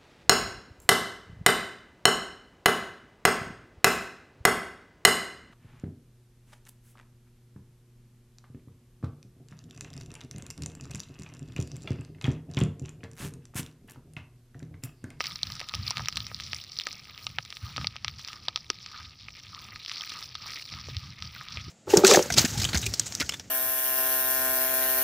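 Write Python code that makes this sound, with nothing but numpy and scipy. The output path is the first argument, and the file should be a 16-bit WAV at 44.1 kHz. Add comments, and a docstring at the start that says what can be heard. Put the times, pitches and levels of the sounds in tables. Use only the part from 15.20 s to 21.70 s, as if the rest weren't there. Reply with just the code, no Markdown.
"""A fire runs through dry grass, heard for 6.5 seconds on a small microphone carried along it.
At first nearby stalks burst in crowded sharp snaps, with hollow pops from thick stalks among them.
Between 2 and 2.9 s the microphone turns away: the snaps grow duller and their list thins out.
Then the fire front's blur of small pops and fine sizzle leads, strongest near 4.8 and 5.3 s.
Throughout, straw crunches underfoot, gusts of filtered noise rumble and a faint rush flutters."""
import sys
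import numpy as np
from scipy import signal
from scipy.fft import rfft, irfft, next_fast_len
from scipy.io import wavfile
from scipy.ndimage import map_coordinates

SR = 44100
rng = np.random.default_rng(int(sys.argv[2]) if len(sys.argv) > 2 else 0)


def output_pcm(signal):
    """Save a mono or channel-first signal as 16-bit PCM at the path in sys.argv[1].

    Samples are clipped to [-1, 1] before scaling.
    """
    pcm = np.clip(np.atleast_2d(signal).T, -1, 1) * 32767
    wavfile.write(sys.argv[1], SR, np.round(pcm).astype(np.int16))


N = 286650  # length in samples

# how far the microphone has turned from the nearest burning tuft: (time_s, turned from 0 to 1)
TURN = [(2, 0), (2.9, 0.95)]
# tufts of grass catching alight: (start_s, hold_s, popping_db, sizzle_db)
FLARES = [(0, 0.12, -46.5, -39.5), (0.265, 0.07, -51.5, -39.5), (0.666, 0.025, -42, -33.5),
          (0.95, 0.22, -66, -45), (1.208, 0.22, -48.5, -43), (1.53, 0.2, -50.5, -44.5),
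          (1.996, 0.039, -57.5, -39), (2.343, 0.16, -67, -42.5), (2.544, 0.03, -56, -53),
          (2.99, 0.17, -49.5, -44.5), (4.427, 0.03, -51, -43), (4.718, 0.15, -60, -44.5),
          (4.903, 0.14, -45, -39.5), (5.272, 0.12, -54, -38.5), (6.042, 0.013, -46.5, -47),
          (6.144, 0.079, -50, -43.5), (6.327, 0.066, -44, -49)]


def amp(db):
    """Turn decibels into a gain."""
    return 10 ** (np.asarray(db) / 20)


def unit(x):
    """Scale a sound to an rms level of 1."""
    return x / np.sqrt(np.mean(x ** 2) + 1e-20)


def along(points, hz):
    """Read (frequency_hz, value) points on a logarithmic frequency axis."""
    point_hz, values = np.transpose(points)
    return np.interp(np.log(hz + 1), np.log(point_hz), values)


def curve(rows):
    """Join (time_s, value) rows with straight lines, one value per sample."""
    return np.interp(np.arange(N) / SR, *np.transpose(rows))


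def wobble(rate):
    """Draw a smooth random curve through this many random points a second."""
    knots = rng.standard_normal(int(N * rate / SR) + 4)
    return map_coordinates(knots, [np.arange(N) * rate / SR])


def filtered(x, response):
    """Multiply the spectrum of x by a complex response of frequency."""
    # the padding leaves room for ringing past the end
    m = 2 * next_fast_len(N // 2 + SR // 4)
    return irfft(rfft(x, m) * response(np.fft.rfftfreq(m, 1 / SR)), m)[:N]


def causal(gain):
    """Build the minimum-phase response with this gain: it rings only after a blow."""
    cepstrum = irfft(np.log(gain))
    half = len(cepstrum) // 2
    # fold the part before time zero onto the part after it
    cepstrum[1:half] *= 2
    cepstrum[half + 1:] = 0
    return np.exp(rfft(cepstrum))


def coloured(x, points):
    """Pass x through the causal filter with these (frequency_hz, gain_db) points."""
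    return filtered(x, lambda hz: causal(amp(along(points, hz))))


def noise(spectrum):
    """Make random noise of rms 1 shaped by (frequency_hz, relative_level_db) points."""
    return unit(filtered(rng.standard_normal(N), lambda hz: amp(along(spectrum, hz))))


def swells(rows, attack_s, release_s):
    """Gain of (start_s, hold_s, level_db) events that rise before the start, hold and die away."""
    t = np.arange(N) / SR
    power = np.zeros(N)
    for start_s, hold_s, level_db in rows:
        before = np.maximum(start_s - t, 0) / attack_s
        after = np.maximum(t - start_s - hold_s, 0) / release_s
        # overlapping events add in power
        power += (amp(level_db) * np.exp(-(before + after))) ** 2
    return np.sqrt(power)


def burning(front_db, tufts):
    """Gain of a fire sound: the front, rising and falling and almost silent near 3.15 s, plus flaring tufts."""
    # how hard the flame front burns, before front_db is added: (time_s, level_db)
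    blaze = [(0.0, -35), (0.12, -46.5), (0.33, -46.5), (0.58, -44.5), (0.76, -41.5), (1.45, -47),
             (1.8, -45), (1.92, -46.5), (2.25, -45.5), (2.72, -47), (2.81, -50.5), (2.9, -39), (3.15, -79),
             (3.23, -46), (3.32, -46), (3.78, -42.5), (4.0, -47.5), (4.2, -42), (4.55, -42.5), (4.78, -34),
             (5.03, -43), (5.12, -45), (5.3, -34), (5.72, -39.5), (5.87, -44), (6.5, -45.5)]
    front = amp(curve(blaze) + front_db)
    # front and tufts add in power
    return np.hypot(front, swells(tufts, attack_s=.03, release_s=.045))


def bursts(s, db, pitch_hz, q, splinter_db, splinter_t60, scatter_db, scatter_t60, size=768):
    """Each stalk breaks with an impulse and a splintering rattle; grass around it scatters a short tail."""
    t, hz = np.arange(size) / SR, np.fft.rfftfreq(size, 1 / SR)

    def fade(t60):
        """Decay by 60 dB in t60 seconds, scaled to unit energy."""
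        decay = amp(-60 * t / t60)
        return decay / np.linalg.norm(decay)

    splinter = amp(splinter_db) * fade(splinter_t60)
    scatter = amp(scatter_db) * fade(scatter_t60)
    push = rng.standard_normal((len(s), size)) * np.hypot(splinter, scatter)
    push[:, 0] = 1  # the break itself
    # the hollow stalk is one damped resonance; the finite time of the break dulls the top
    u = 1j * hz / pitch_hz[:, None]
    stalk = u / (1 + u / np.reshape(q, (-1, 1)) + u * u)
    dulling = 1 / (1 + u / 2)
    pops = irfft(rfft(push) * stalk * dulling)
    # db sets the total energy of each pop
    pops *= (amp(db) / np.linalg.norm(pops, axis=1))[:, None]
    at = np.maximum(s * SR, 0).astype(int)[:, None] + np.arange(size)
    return np.bincount(at.ravel(), pops.ravel(), N)[:N]


def swarm(count, clump_db, clump_rate, spread_db, range_db, centre_hz, octaves):
    """Draw random pops in flurries, most tiny and a few large: times, levels, pitches."""
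    density = np.cumsum(amp(clump_db * wobble(clump_rate)))
    when, strength, thinness = rng.random((count, 3)).T
    at = np.searchsorted(density, when * density[-1])
    # levels run from 0 to range_db, the higher ones rarer
    db = -spread_db * np.log(strength + (1 - strength) * np.exp(-range_db / spread_db))
    # thin stalks ring higher than thick ones, and the stalks of one flurry are alike
    height = octaves * np.arcsin(2 * thinness - 1) + .3 * wobble(clump_rate)[at]
    return at / SR, db, centre_hz * 2 ** height


def roar():
    """The distant blaze merges into a faint rush: filtered noise with a fluttering level."""
    # colour of the rush: (frequency_hz, relative_level_db)
    rush_colour = [(220, 6.5), (500, -3.5), (1250, -3.5), (1600, -27), (2400, -5.5), (12000, -12.5)]
    return amp(-65 + 2.8 * wobble(12)) * noise(rush_colour)


def wind():
    """Gusts over a light breeze rumble in uneven lumps; eddies and bumps give short low thumps."""
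    # gusts at the microphone: (start_s, hold_s, level_db)
    gusts = [(0, 0.26, -51), (.28, 0.043, -45.5), (.56, 0.084, -41.5), (.77, 0.24, -47.5),
             (1.04, 0.33, -52.5), (2.08, 0.089, -54.5), (2.43, 0.076, -48.5), (2.56, 0.088, -43.5),
             (2.8, 0.2, -55), (3.85, 0.01, -52.5), (5.52, 0.25, -50), (5.7, 0.17, -45),
             (6.02, 0.074, -44.5), (6.35, 0.18, -43.5)]
    # colour of the rumble: (frequency_hz, relative_level_db)
    rumble_colour = [(20, -24), (35, -50), (55, -7), (85, 0), (120, -1), (250, -18), (450, -44),
                     (1200, -30)]
    # soft thumps on the microphone: (time_s, peak_db, pitch_hz)
    thumps = [(0.597, -28, 97), (2.198, -41.5, 127), (2.442, -31, 92.5), (2.635, -37, 185),
              (2.932, -43, 88.5), (5.776, -28, 94), (6.383, -34, 98), (6.484, -41, 314)]
    breeze_db = -58.5
    strength = np.hypot(amp(breeze_db), swells(gusts, attack_s=.02, release_s=.085))
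    lumps_db = 3.1 * wobble(16)
    air = strength * amp(lumps_db) * noise(rumble_colour)
    for time_s, peak_db, pitch_hz in thumps:
        cycles = (np.arange(N) / SR - time_s) * pitch_hz
        air += amp(peak_db) * np.sin(2 * np.pi * cycles) * np.exp(-cycles ** 2)
    return air


def crunch():
    """Each crunch is a mat of straw giving way, at uneven spacing: a swell of soft, hollow little cracks."""
    # straw giving way, before the overall 3.5 dB lift: (start_s, hold_s, level_db)
    steps = [(0, 0.11, -58.5), (.35, 0.16, -60), (.7, 0.069, -58.5), (1.88, 0.11, -65.5), (2.45, 0.04, -57),
             (3.09, 0.067, -58.5), (3.74, 0.07, -53), (4.33, 0.15, -58.5), (4.72, 0.16, -56.5),
             (4.95, 0.032, -51.5), (5.258, 0.014, -50.5), (5.54, 0.089, -59), (5.83, 0.015, -69),
             (6.16, 0.22, -60)]
    # tone of trodden straw: (frequency_hz, gain_db)
    straw_tone = [(200, 20), (500, -12), (850, -2.5), (1250, 1), (1600, -1.5), (2500, -3), (4500, 12.5),
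                  (9000, -73)]
    s, db, pitch_hz = swarm(count=3000, clump_db=2.5, clump_rate=45, spread_db=4.5, range_db=13,
                            centre_hz=1600, octaves=.62)
    cracks = bursts(s, db, pitch_hz, q=5, splinter_db=2, splinter_t60=.0028,
                    scatter_db=2, scatter_t60=.028)
    gain = amp(3.5) * swells(steps, attack_s=.034, release_s=.045)
    return gain * unit(coloured(cracks, straw_tone))


def sizzle():
    """Fine blades give tiny bright ticks over a thin hiss; the front's share drops as the mic turns."""
    # bright colour of both ticks and hiss: (frequency_hz, gain_db)
    hiss_colour = [(5000, -12.5), (7000, -4), (13500, 3), (15000, 4.5)]
    s, db, pitch_hz = swarm(count=2200, clump_db=3.5, clump_rate=24, spread_db=5.5, range_db=18,
                            centre_hz=11000, octaves=.4)
    ticks = bursts(s, db, pitch_hz, q=3, splinter_db=4, splinter_t60=.003,
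                   scatter_db=-3, scatter_t60=.016, size=384)
    tufts = [(start_s, hold_s, sizzle_db) for start_s, hold_s, _, sizzle_db in FLARES]
    # a full turn would take 8 dB off the front
    gain = burning(-2 - 8 * curve(TURN), tufts)
    return gain * (unit(coloured(ticks, hiss_colour)) + amp(-3.5) * noise(hiss_colour))


def crackle():
    """Along the front, small dry ticks stand out from a blur of farther pops, each with a short ring."""
    # tone of the popping front: (frequency_hz, gain_db)
    front_tone = [(300, 10.5), (900, -6.5), (1650, -2.5), (2200, 3.5), (3000, -3), (5000, 0), (8000, 0),
                  (15000, 6)]
    s, db, pitch_hz = swarm(count=4100, clump_db=2.9, clump_rate=40, spread_db=3.7, range_db=13,
                            centre_hz=3800, octaves=.38)
    q = rng.lognormal(np.log(4.6), .75, len(s))
    far = bursts(s, db, pitch_hz, q, splinter_db=3, splinter_t60=.005,
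                 scatter_db=-2, scatter_t60=.032)
    s, db, pitch_hz = swarm(count=440, clump_db=2.2, clump_rate=40, spread_db=7.5, range_db=10,
                            centre_hz=4300, octaves=.45)
    q = rng.lognormal(np.log(2.8), .7, len(s))
    near = bursts(s, db, pitch_hz, q, splinter_db=4, splinter_t60=.003,
                  scatter_db=-8, scatter_t60=.02)
    # the sharp ticks recede once the tuft is out of line
    presence = amp(1.2 - 4.5 * curve(TURN))
    tufts = [(start_s, hold_s, popping_db) for start_s, hold_s, popping_db, _ in FLARES]
    gain = burning(-8, tufts)
    return gain * unit(coloured(unit(far) + presence * unit(near), front_tone))


def knocks():
    """Thick stalks give low hollow pops with a brief flutter, many of them under a snap."""
    # thick stalks, before the tone filter: (time_s, energy_db, pitch_hz)
    thick_stalks = [(.006, -11.5, 610), (0.232, -21.5, 730), (0.4135, -17.5, 740), (0.5385, -14, 990),
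                    (0.552, -28, 680), (0.709, -10.5, 980), (0.7969, -15, 850), (0.806, -15.5, 915),
                    (1.1155, -25, 533), (1.1995, -30, 900), (1.3318, -15, 1010), (1.6687, -11.5, 910),
                    (2.1847, -11.5, 830), (2.5798, -13.5, 283), (2.6448, -15, 835), (3.283, -12, 830),
                    (3.502, -10, 370), (5.686, -16, 418), (6.3714, -21.5, 633)]
    s, db, pitch_hz = np.transpose(thick_stalks)
    pops = bursts(s, db, pitch_hz, q=1.8, splinter_db=-6, splinter_t60=.005,
                  scatter_db=-5, scatter_t60=.04, size=2048)
    # inverted so that they add to a snap at the same moment
    return -coloured(pops, [(1000, -3), (1300, -3.5)])


def snaps():
    """Near stalks burst one by one, too thin to radiate bass; they lose top as the microphone turns."""
    # the loudest nearby stalks, before the filters: (time_s, energy_db, pitch_hz, resonance_q without unit)
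    near_stalks = [(0.0061, -1.5, 2950, 0.84), (0.041, -8, 6790, 0.74), (0.058, -9, 5680, 0.88),
                   (0.0689, -7, 4610, 2.3), (0.1578, -10, 4300, 5), (0.2318, 1, 4400, 4.8),
                   (0.2701, -13.5, 3850, 6.5), (0.302, -14.5, 3420, 0.48), (0.3208, -11.5, 4340, 1.9),
                   (0.354, -13, 6210, 1.5), (0.3956, -11.5, 4750, 0.18), (0.403, -8, 6440, 0.74),
                   (0.414, -11.5, 2840, 1.3), (0.4881, -9.5, 5350, 1.1), (0.4946, -11.5, 3380, 1.9),
                   (0.5388, -8, 2560, 3.5), (0.5468, -8.5, 6460, 2.7), (0.551, -3.5, 6940, 0.58),
                   (0.678, -7, 4230, 4.7), (0.6807, -7, 4460, 2.9), (0.707, 0, 5800, 4.7),
                   (0.7128, -13, 4090, 0.66), (0.7707, -4, 3680, 0.44), (0.781, -7.5, 3630, 0.63),
                   (0.795, -11.5, 1980, 1.4), (0.8583, -9.5, 4000, 3.4), (0.8733, -17.5, 2180, 3.6),
                   (0.885, 3, 4830, 0.18), (0.926, -12.5, 3870, 2.1), (0.9582, -10, 4890, 0.73),
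                   (0.971, 0.5, 5470, 0.53), (0.9753, -7, 4040, 1.1), (1.0042, -9.5, 3930, 3.4),
                   (1.0671, -11.5, 5600, 2.5), (1.1155, -20, 1810, 2.1), (1.1457, -9.5, 4280, 3.1),
                   (1.2003, -11, 3420, 0.62), (1.2067, -14, 4300, 0.96), (1.24, -16, 5850, 1.6),
                   (1.3323, -4.5, 2540, 1.7), (1.3463, -8, 6500, 0.96), (1.4393, -13.5, 6850, 2.1),
                   (1.5196, -16, 4580, 8.1), (1.5882, -4.5, 4640, 3.7), (1.5987, -7, 3810, 2.4),
                   (1.61, -12.5, 3400, 1.6), (1.616, -12, 3760, 3.5), (1.6692, -1.5, 3500, 0.39),
                   (1.7285, -10, 7100, 2.4), (1.687, -18.5, 3870, 0.9), (1.978, -18.5, 3470, 1.2),
                   (2.0677, -4.5, 2750, 2.1), (2.186, -2, 1960, 1.35), (2.251, -15, 7000, 1.6),
                   (2.304, -15, 5350, 1.2), (2.326, -15, 3330, 0.85), (2.3695, -16, 3360, 1.4),
                   (2.5636, -10.5, 4250, 0.47), (2.5698, -12, 4500, 2.5), (2.5799, -12, 1600, 0.88),
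                   (2.6135, -17.5, 3120, 1.1), (2.645, -11, 2210, 4.7), (2.6708, -4, 4150, 1.6),
                   (2.758, -22, 3580, 0.21), (2.765, -16.5, 2430, 1.2), (2.8465, -7.5, 2940, 0.72),
                   (2.8812, -8, 4250, 0.85), (2.9943, -15.5, 7000, 0.54), (3.0482, -18, 4650, 3.3),
                   (3.0763, -17.5, 5470, 1.6), (3.0852, -16.5, 3050, 0.55), (3.1311, -17.5, 5700, 0.42),
                   (3.284, -5, 3170, 1.2), (3.3599, -4.5, 4040, 0.86), (3.3748, -19, 3320, 0.46),
                   (3.502, -1, 4640, 0.38), (3.662, -17.5, 5000, 0.97), (4.0849, -19, 2310, 4.2),
                   (4.3479, -21.5, 3800, 2.3), (4.5596, -18.5, 2770, 1.6), (4.6495, -20.5, 4030, 1.3),
                   (4.6612, -17, 3500, 2.9), (4.6962, -14.5, 3550, 1.2), (4.7159, -13.5, 2900, 1.5),
                   (4.8095, -14, 3270, 8.7), (4.8365, -19, 2500, 3.8), (4.9036, -19, 4300, 1.7),
                   (5.0268, -19, 3740, 1.5), (5.153, -13, 3400, 3.5), (5.3352, -19, 4610, 1.3),
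                   (5.5387, -20, 2300, 0.98), (5.7677, -14, 4440, 1.1), (6.0237, -14.5, 3550, 3.6),
                   (6.163, -23, 1490, 4.6), (6.2115, -22, 1600, 2.5), (6.2855, -20.5, 3750, 3.4),
                   (6.3724, -13.5, 2400, 4.8)]
    s, db, pitch_hz, q = np.transpose(near_stalks)
    pops = bursts(s, db, pitch_hz, q, splinter_db=1.5, splinter_t60=.0029,
                  scatter_db=-8, scatter_t60=.03, size=2048)
    no_bass = signal.butter(2, 600, "highpass", fs=SR, output="sos")
    pops = signal.sosfilt(no_bass, pops)
    away = np.clip(curve(TURN), 0, 1)
    facing = coloured(pops, [(6000, -1.5), (9000, 5.0), (14000, 6.0)])
    turned = coloured(pops, [(5800, 3.5), (9000, 4.0), (14000, 0)])
    return (1 - away) * facing + away * turned


def scene():
    """Fire, crunching straw and wind reach one microphone, the same in both channels."""
    mono = snaps() + knocks() + crackle() + sizzle() + roar() + crunch() + wind()
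    return np.array([mono, mono])


def port(hz, ring_hz=1252, width_hz=76):
    """The cavity behind the microphone port is a narrow resonance."""
    return 1j * hz * width_hz / (ring_hz ** 2 - hz ** 2 + 1j * hz * width_hz)


def record(dry):
    """The microphone colours everything, rings at its port and keeps nothing above its band limit."""
    # the microphone's response apart from its port: (frequency_hz, gain_db)
    mic_tone = [(100, 1), (950, 1), (1150, -1.5), (1430, -3), (1750, 1), (3000, 1), (5500, 5), (6100, -1.5),
                (6600, -16), (7200, -11.5), (8300, -22), (9800, -17.5), (11300, -29.5), (14000, -27),
                (15350, -10.5), (15650, -42)]
    top_hz = 16300

    def response(hz):
        """Tone, port ring and band limit together."""
        return causal(amp(along(mic_tone, hz))) * (1 + 4.52 * port(hz)) * (hz < top_hz)

    return np.array([filtered(channel, response) for channel in dry])


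dry = scene()
out = record(dry)
output_pcm(out)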